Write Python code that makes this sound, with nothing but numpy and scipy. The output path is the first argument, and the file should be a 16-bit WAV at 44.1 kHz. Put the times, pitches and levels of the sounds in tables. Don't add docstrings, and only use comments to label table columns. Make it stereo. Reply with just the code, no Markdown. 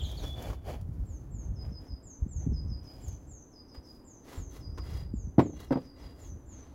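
import sys
import numpy as np
from scipy import signal
from scipy.fft import rfft, irfft, next_fast_len
from scipy.io import wavfile
from scipy.ndimage import uniform_filter1d, map_coordinates

SR = 44100
rng = np.random.default_rng(int(sys.argv[2]) if len(sys.argv) > 2 else 0)


def waveform_to_disk(signal):
    frames = np.transpose(np.atleast_2d(signal))
    scaled = np.clip(frames, -1, 1) * 32767
    samples = np.round(scaled).astype(np.int16)
    wavfile.write(sys.argv[1], SR, samples)


N = 297234


def amp(db):
    return 10 ** (np.asarray(db) / 20)


def unit(x):
    return x / np.sqrt(np.mean(x ** 2) + 1e-20)


def along(points, hz):
    f, values = np.transpose(points)
    return np.interp(np.log(hz + 1), np.log(f + 1), values)


def curves(rows):
    s, *columns = np.transpose(rows)
    return [np.interp(np.arange(N) / SR, s, column) for column in columns]


def wobble(rate):
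    coarse = np.linspace(0, N * rate / SR, SR // 10)
    curve = map_coordinates(rng.standard_normal(int(N * rate / SR) + 4), [coarse])
    return np.interp(np.arange(N) * rate / SR, coarse, curve)


def filtered(x, response):
    size = x.shape[-1]
    padded = next_fast_len(size + 8192)
    return irfft(rfft(x, padded) * response(np.fft.rfftfreq(padded, 1 / SR)), padded)[..., :size]


def pan(db):
    return unit(amp([[db / 2], [-db / 2]]))


def add(track, s, sound):
    part = track[..., max(0, round(s * SR)):][..., :sound.shape[-1]]
    part += sound[..., :part.shape[-1]]


def spread(pair, spectrum, likeness):
    def mid_side(hz):
        angle = np.arccos(np.clip(along(likeness, hz), -1, 1)) / 2
        return amp(along(spectrum, hz)) * [np.cos(angle), np.sin(angle)]
    mid, side = filtered(pair, mid_side)
    return unit(np.array([mid + side, mid - side]))


def noise(size, spectrum, likeness):
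    return spread(rng.standard_normal((2, size)), spectrum, likeness)


def echo(x, decay):
    hz, t, bands = signal.stft(rng.standard_normal((2, SR)), SR, nperseg=256)
    tail = signal.istft(bands * amp(-60 * t / along(decay, hz)[:, None]), SR, nperseg=256)[1]
    return signal.fftconvolve(np.atleast_2d(x), tail / np.linalg.norm(tail[0]), axes=1)[:, :x.shape[-1]]


def fibres(rate, smooth):
    snaps = (rng.random(N) < rate / SR) * rng.standard_normal((2, N))
    return unit(snaps) + smooth * rng.standard_normal((2, N))


def stroke_levels(strokes, attack_s=0.15, release_s=0.22, arch_db=4):
    t, power = np.arange(N) / SR, 0
    for s, length, *levels_db in strokes:
        progress = np.clip((t - s) / length, 0, 1)
        fade = np.maximum(s - t, 0) / attack_s + np.maximum(t - s - length, 0) / release_s
        envelope = amp(-arch_db * (2 * progress - 1) ** 2 - 60 * fade)
        power = power + np.outer(amp(levels_db), envelope) ** 2
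    return 10 * np.log10(power + 1e-20)


# f/Hz, level/dB
PAPER_HISS = [(1500, -35), (3000, -3.5), (5000, 3.5), (7000, 4), (8500, -7.5), (11000, 2.5), (13000, -4),
              (15800, 0)]
# f/Hz, left-right likeness
BENCH_LIKENESS = [(300, 0.96), (640, 0.79), (1400, 0.16), (3100, 0.14), (6800, 0.54), (12000, 0.79)]
def rubbing(strokes, spectrum, modes, snaps_per_s, catch_db):
    def metal(hz):
        return sum(amp(db) / (1 + 1j * (hz - centre) / width) ** 2 for centre, width, db in modes)
    rasp_db, hiss_db, ring_db = stroke_levels(strokes)
    catch = amp(catch_db * wobble(70))
    rasp = spread(fibres(snaps_per_s, smooth=0.64), spectrum, BENCH_LIKENESS) * amp(rasp_db + 1)
    rasp = filtered(rasp, lambda hz: 1 + 0.059 * np.exp(-2j * np.pi * hz * 0.001646))
    hiss = spread(fibres(snaps_per_s, smooth=1), PAPER_HISS, BENCH_LIKENESS) * amp(hiss_db + 1.5)
    ring = unit(filtered(fibres(snaps_per_s, smooth=0.77), metal)) * amp(ring_db)
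    return catch * (rasp * pan(-2) + hiss * pan(4.2) + ring)


# t/s, length/s, rasp/dB, hiss/dB, ring/dB
KNIFE_STROKES = [(0, 0.33, -54.5, -61.5, -63), (.22, 0.05, -47.5, -59.5, -55), (.375, 0.15, -45, -58, -56),
                 (.67, 0.082, -43.5, -59.5, -55.5), (.8, 0.47, -69, -76.5, -89),
                 (1.41, 0.08, -63.5, -80, -85), (1.61, .09, -57, -74, -86), (1.81, 0.064, -59, -72.5, -86),
                 (2.41, 0.052, -60, -81, -85), (2.84, 0.32, -61, -69.5, -71), (3.2, .15, -71, -80, -92)]
# f/Hz, level/dB
KNIFE_RASP = [(100, -14), (250, 3.5), (450, 2.5), (750, 2.5), (1150, -9.5), (1700, -11), (2400, -16.5),
              (3200, -20), (5000, -35.5), (9000, -61), (15000, -59.5)]
# f/Hz, width/Hz, level/dB
BLADE_MODES = [(2360, 145, -1), (3040, 130, 1), (3280, 70, 1), (4270, 90, -5), (4690, 120, -3)]
def knife():
    return rubbing(KNIFE_STROKES, KNIFE_RASP, BLADE_MODES, snaps_per_s=1500, catch_db=1.14)


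# t/s, left/dB, right/dB
BREEZE = [(0, -33, -37), (.5, -30.5, -45), (.65, -38.5, -46), (.88, -29.5, -40), (1.15, -37.5, -45),
          (1.7, -34.5, -41), (1.86, -52, -45.5), (2.17, -49.5, -59), (2.38, -28.5, -56), (2.48, -29.5, -37),
          (2.74, -29, -45), (2.92, -43, -51.5), (3.3, -38.5, -46), (3.55, -59, -63), (4.27, -54, -64),
          (4.52, -40, -54), (4.95, -28.5, -51), (5.27, -31.5, -46), (5.36, -48, -55), (5.68, -40, -49),
          (5.93, -60, -65), (6.25, -41, -62), (6.74, -49.5, -60)]
# crest t/s, rise/s, level/dB
LEFT_PUFFS = [(1.327, 0.062, -32), (1.507, 0.12, -26.5), (1.926, 0.053, -31.5), (2.079, 0.058, -33.5),
              (2.244, 0.074, -29), (2.507, 0.084, -22.5), (3.14, 0.11, -36.5), (4.404, 0.064, -30.5),
              (6.048, 0.096, -40.5), (6.348, 0.074, -34.5), (6.54, 0.11, -42.5)]
# f/Hz, level/dB
PORT_RUMBLE = [(15, -28), (28, -24), (42, 4), (65, 4.5), (100, -2), (150, -9), (220, -20), (400, -33),
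               (900, -55), (2000, -110)]
# t/s, level/dB, f/Hz
LEFT_EDDIES = [(0.886, -22.5, 121), (1.455, -23.5, 80), (1.716, -25, 187), (2.221, -16, 75.7),
               (2.261, -20.5, 195), (2.464, -11, 133), (2.469, -14.5, 230), (2.497, -19, 110),
               (2.52, -18, 200), (2.609, -27, 165), (2.658, -24.5, 170), (2.714, -25.5, 187),
               (3.775, -31, 64.6), (4.391, -22.5, 74), (5.137, -15.5, 214), (5.271, -24.5, 152)]
def wind(eddy_attack_s=0.0021):
    ports = amp(curves(BREEZE))
    for crest, rise, db in LEFT_PUFFS:
        add(ports[0], crest - rise, amp(db) * np.hanning(int(2 * rise * SR)) ** 2)
    flutter = amp(2.54 * np.array([wobble(22.027), wobble(22)]))
    out = amp(-0.18) * ports * unit(flutter * noise(N, PORT_RUMBLE, likeness=[(60, 0.13)]))
    t = np.arange(SR // 10) / SR
    onset = 1 - np.exp(-(t / eddy_attack_s) ** 2)
    for s, db, hz in LEFT_EDDIES:
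        age = 2 * t * hz
        push = age * np.exp(1 - age) * np.sin(2 * np.pi * hz * t) * onset
        add(out, s, amp(db - 4) * pan(32) * push)
    return out


# f/Hz, level/dB
COUNTRY_MURMUR = [(30, -3.5), (100, -1.5), (190, -6), (270, 2.5), (400, -5.5), (700, -12), (1000, -14.5),
                  (1600, -22.5), (2600, -34), (4200, -40), (8500, -44.5), (11000, -39.5), (15800, -44)]
# f/Hz, left-right likeness
MURMUR_LIKENESS = [(60, 1), (280, 0.97), (640, 0.07), (1400, -0.34), (3100, -0.002), (12000, 0.97)]
def air():
    drift = amp(0.8 * wobble(3))
    return drift * amp(-55) * pan(-2.5) * noise(N, COUNTRY_MURMUR, MURMUR_LIKENESS)


def whistle(pitch, envelope, waver):
    drift = 1 + waver * unit(uniform_filter1d(rng.standard_normal(len(pitch)), size=100))
    tone = np.sin(2 * np.pi * np.cumsum(pitch * drift) / SR)
    return unit(envelope * signal.windows.tukey(len(pitch), 0.15) * tone)


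# t/s, length/s, first f/Hz, last f/Hz, level/dB
FAR_BIRD_NOTES = [(0.0, 0.013, 3660, 2980, -40), (0.005, 0.074, 7580, 6070, -57),
                  (0.037, .028, 4240, 3100, -45), (0.091, 0.03, 3869, 3070, -48),
                  (0.171, 0.034, 4650, 3410, -49.5), (0.175, .08, 7070, 5230, -59.5),
                  (0.237, 0.052, 3415, 3415, -43), (0.292, 0.077, 3420, 3490, -50.5)]
def far_bird():
    song = np.zeros((2, N))
    for s, length, first_hz, last_hz, db in FAR_BIRD_NOTES:
        pitch = np.geomspace(first_hz, last_hz, int(length * SR))
        add(song, s, amp(db) * pan(2.2) * whistle(pitch, envelope=1, waver=0.0031))
    return song


# f/Hz, t60/s
TREE_DECAY = [(200, 0.36), (3400, 0.73), (4900, 0.69), (6500, 0.62), (10000, 0.63)]
def birds_in_trees():
    near, near_direct = near_bird()
    far = far_bird()
    scatter = echo(near + far, [(5000, 0.22)])
    tail = echo(near + far, TREE_DECAY)
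    return near_direct + amp(-6) * far + amp(-1.5) * scatter + amp(-6.5) * tail


# t/s, snap/dB, tap on the bench/dB
BLADE_TICKS = [(0.115, -46, -68), (0.235, -51, -43.5), (0.279, -48.5, -57), (0.424, -42.5, -64),
               (0.502, -53, -41.5), (0.53, -61, -44.5), (0.812, -55, -63.5), (3.082, -47.5, -59),
               (3.746, -57.5, -48), (4.576, -65, -60), (4.775, -62, -43.5), (4.782, -55.5, -38.5),
               (5.603, -47.5, -47.5), (5.646, -55, -71)]
def ticks():
    out, t = np.zeros((2, N)), np.arange(SR // 10) / SR
    wood = [(150, -19), (300, 11), (750, -10.5), (1050, 4),  # f/Hz, level/dB
            (1700, -8.5), (3000, -17), (6000, -19), (10000, -36)]
    snap_decay = amp(-0.5 - 60 * t / 0.0086) + amp(-6.5 - 60 * t / 0.073)
    onset = 1 - np.exp(-t / 0.0006)
    for s, snap_db, tap_db in BLADE_TICKS:
        snap = noise(len(t), PAPER_HISS, BENCH_LIKENESS) * amp(snap_db) * snap_decay
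        tap = noise(len(t), wood, BENCH_LIKENESS) * amp(tap_db + 1 - 60 * t / 0.071)
        add(out, s, (snap * pan(5) + tap * pan(-1.5)) * onset)
    return out


def slurs(notes, shape, final_hz, warm_up_db=6.5, warm_up_s=0.19, sag_hz_per_s=33):
    song, direct = np.zeros((2, 2, N))
    share, ratio, level_db = np.transpose(shape)
    beam_db_per_octave = 19.5
    for s, length, db, side_db in notes:
        progress = np.linspace(0, 1, int(length * SR))
        sung_s = s - NEAR_PHRASES[0][0]
        rise = np.interp(progress, share, ratio)
        pitch = (final_hz - sag_hz_per_s * sung_s) * rise
        envelope = amp(np.interp(progress, share, level_db))
        effort = amp(db - warm_up_db * np.exp(-sung_s / warm_up_s))
        note = effort * pan(side_db) * whistle(pitch, envelope, waver=0.0099)
        add(song, s, note)
        add(direct, s, note * amp(-beam_db_per_octave * np.log2(np.maximum(rise, 1))))
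    return song, direct


# t/s, second high note after/s, low notes after/s, high level/dB, low level/dB, left minus right/dB
NEAR_PHRASES = [(1.048, 0.25, 0.49, -58, -57.5, 1), (2.022, .25, .491, -55, -55.5, 1),
                (3.0, 0.26, .51, -55, -55.5, 2.5), (4.035, 0.3, 0.55, -56.5, -56, 4),
                (5.125, .26, .54, -60, -59.3, 5), (6.18, 0.27, 0.6, -57.7, -57.5, 4.5)]
# share of the length, pitch over final pitch, level/dB
HIGH_SLUR = [(0, .96, -20), (.08, 1.22, -6), (.16, 1.22, -1), (.34, 1.13, 1), (.55, 1.055, 1),
             (.78, 1.012, 1.5), (1, .995, 2)]
LOW_SLUR = [(0, 1.12, -14), (.1, 1.27, -8), (.15, 1.25, -13), (.19, 1.07, -13), (.32, 1.04, -8),
            (.54, 1.005, -1), (.8, 1, 1), (1, .995, -2)]
LOW_ACCENTS = [0.7, 0.5, 0]
# t/s, direct level/dB
BIRD_FACING = [(1.0, 1), (1.6, -6.5), (2.2, -1), (2.9, -4), (3.5, -9.5), (6.7, -5)]
def near_bird(first_s=0.146, second_s=0.168, low_s=0.1, beat_s=0.157):
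    high, low = [], []
    for s, second_after, low_after, high_db, low_db, side_db in NEAR_PHRASES:
        high.append((s, first_s, high_db, side_db))
        high.append((s + second_after, second_s, high_db + 0.3, side_db))
        for k, accent_db in enumerate(LOW_ACCENTS):
            low.append((s + low_after + k * beat_s, low_s, low_db + accent_db, side_db + 5))
    song, direct = np.add(slurs(high, HIGH_SLUR, final_hz=6227), slurs(low, LOW_SLUR, final_hz=5017))
    direct_db, = curves(BIRD_FACING)
    return song, amp(direct_db + 0.4) * direct


# t/s, length/s, rasp/dB, hiss/dB, ring/dB
PLATE_STROKES = [(3.748, 0.026, -59, -75, -81), (3.86, 0.12, -85, -70.5, -90),
                 (4.275, 0.13, -49.5, -60, -64), (4.52, 0.078, -58, -63, -66),
                 (4.84, 0.18, -52, -62.5, -60), (5.57, 0.096, -55.5, -66.5, -59.5),
                 (5.78, 0.097, -61, -74, -77), (5.98, 0.13, -57.5, -71, -65),
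                 (6.17, 0.12, -61.5, -68.5, -71.5), (6.52, 0.22, -61, -85, -77)]
# f/Hz, level/dB
PLATE_RASP = [(100, -23), (280, 3.5), (600, -6.5), (1100, -8.5), (1600, -13), (2050, -12), (2450, -18),
              (2900, -19), (4500, -21), (9000, -32), (15000, -60)]
# f/Hz, width/Hz, level/dB
PLATE_MODES = [(2007, 49, 3.5), (2830, 52, -0.5), (3320, 45, 1.5), (3920, 90, -2), (4270, 70, -3.5)]
def plate_slides():
    return rubbing(PLATE_STROKES, PLATE_RASP, PLATE_MODES, snaps_per_s=3100, catch_db=1.16)


def rocking(count, start_s=5.421, beat_s=0.037, db=-21, loss_db=3, hz=450, dulling=0.81):
    return [(start_s + k * beat_s, db - k * loss_db, hz * dulling ** k) for k in range(count)]


# t/s, level/dB, contact cutoff f/Hz
LANDINGS = [(5.3816, -2.5, 337), (5.391, -6, 675), (5.3932, -15.5, 1340), (5.399, -17.5, 848),
            (5.707, -16.5, 614), (5.714, -17.5, 450), (5.722, -23, 1510), (5.73, -23, 847),
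            (5.756, -18, 560), (5.772, -22.5, 650)]
# f/Hz, level/dB, t60/s
BENCH_MODES = [(83.8, -23, 0.42), (123, -3.5, 0.055), (153.6, -2.5, 0.065), (228, -5.5, 0.05),
               (287, 0, 0.074), (322, -1.5, 0.035), (418, -17.5, 0.15), (502, -15, 0.056), (546, -13, 0.12),
               (659, -6, 0.1), (832, -10, 0.052), (922, -11.5, 0.058), (990, -11.5, 0.055),
               (1151, -11, 0.11), (1260, -21, 0.042), (1570, -13, 0.052), (2050, -8.5, 0.055)]
# f/Hz, t60/s
YARD_DECAY = [(100, 0.65), (400, 0.14), (1500, 0.14), (3500, 0.34), (8000, 0.18)]
def plate_knocks():
    out, t = np.zeros((2, N)), np.arange(SR // 4) / SR
    hz, db, t60 = np.transpose(BENCH_MODES)
    polarity = (-1) ** (np.arange(len(hz)) // 2)
    lag_s = np.array([[0], [0.00013]])
    age = np.maximum(t - lag_s, 0)[..., None]
    modes = np.sin(2 * np.pi * hz * age) * amp(-60 * age / t60)
    grit = [(150, -22.5), (400, 2.5), (1150, -3), (2500, -6.5),  # f/Hz, level/dB
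            (5000, -4.5), (8000, -10), (15000, -2.5)]
    onset = 1 - np.exp(-t / 0.0006)
    for s, level_db, contact_hz in LANDINGS + rocking(count=5):
        lowpass = lambda f: 1 / np.sqrt(1 + (f / contact_hz) ** 4)
        strength = amp(db + 2.4 * rng.standard_normal(len(hz))) * lowpass(hz) * polarity
        ring = np.sum(modes * strength, axis=-1)
        crack = filtered(noise(len(t), grit, BENCH_LIKENESS), lowpass) * amp(-60 * t / 0.075)
        add(out, s, amp(level_db) * (amp(-5.5) * ring + amp(2) * crack) * onset)
    tail = echo(out.mean(0), YARD_DECAY)
    return out * pan(-1.1) + amp(-15) * tail[0] + amp(-20) * tail


def scene():
    return knife() + plate_slides() + ticks() + plate_knocks() + birds_in_trees() + wind() + air()


def record(dry, top_hz=15850):
    return filtered(dry, lambda hz: hz < top_hz)


dry = scene()
out = record(dry)
waveform_to_disk(out)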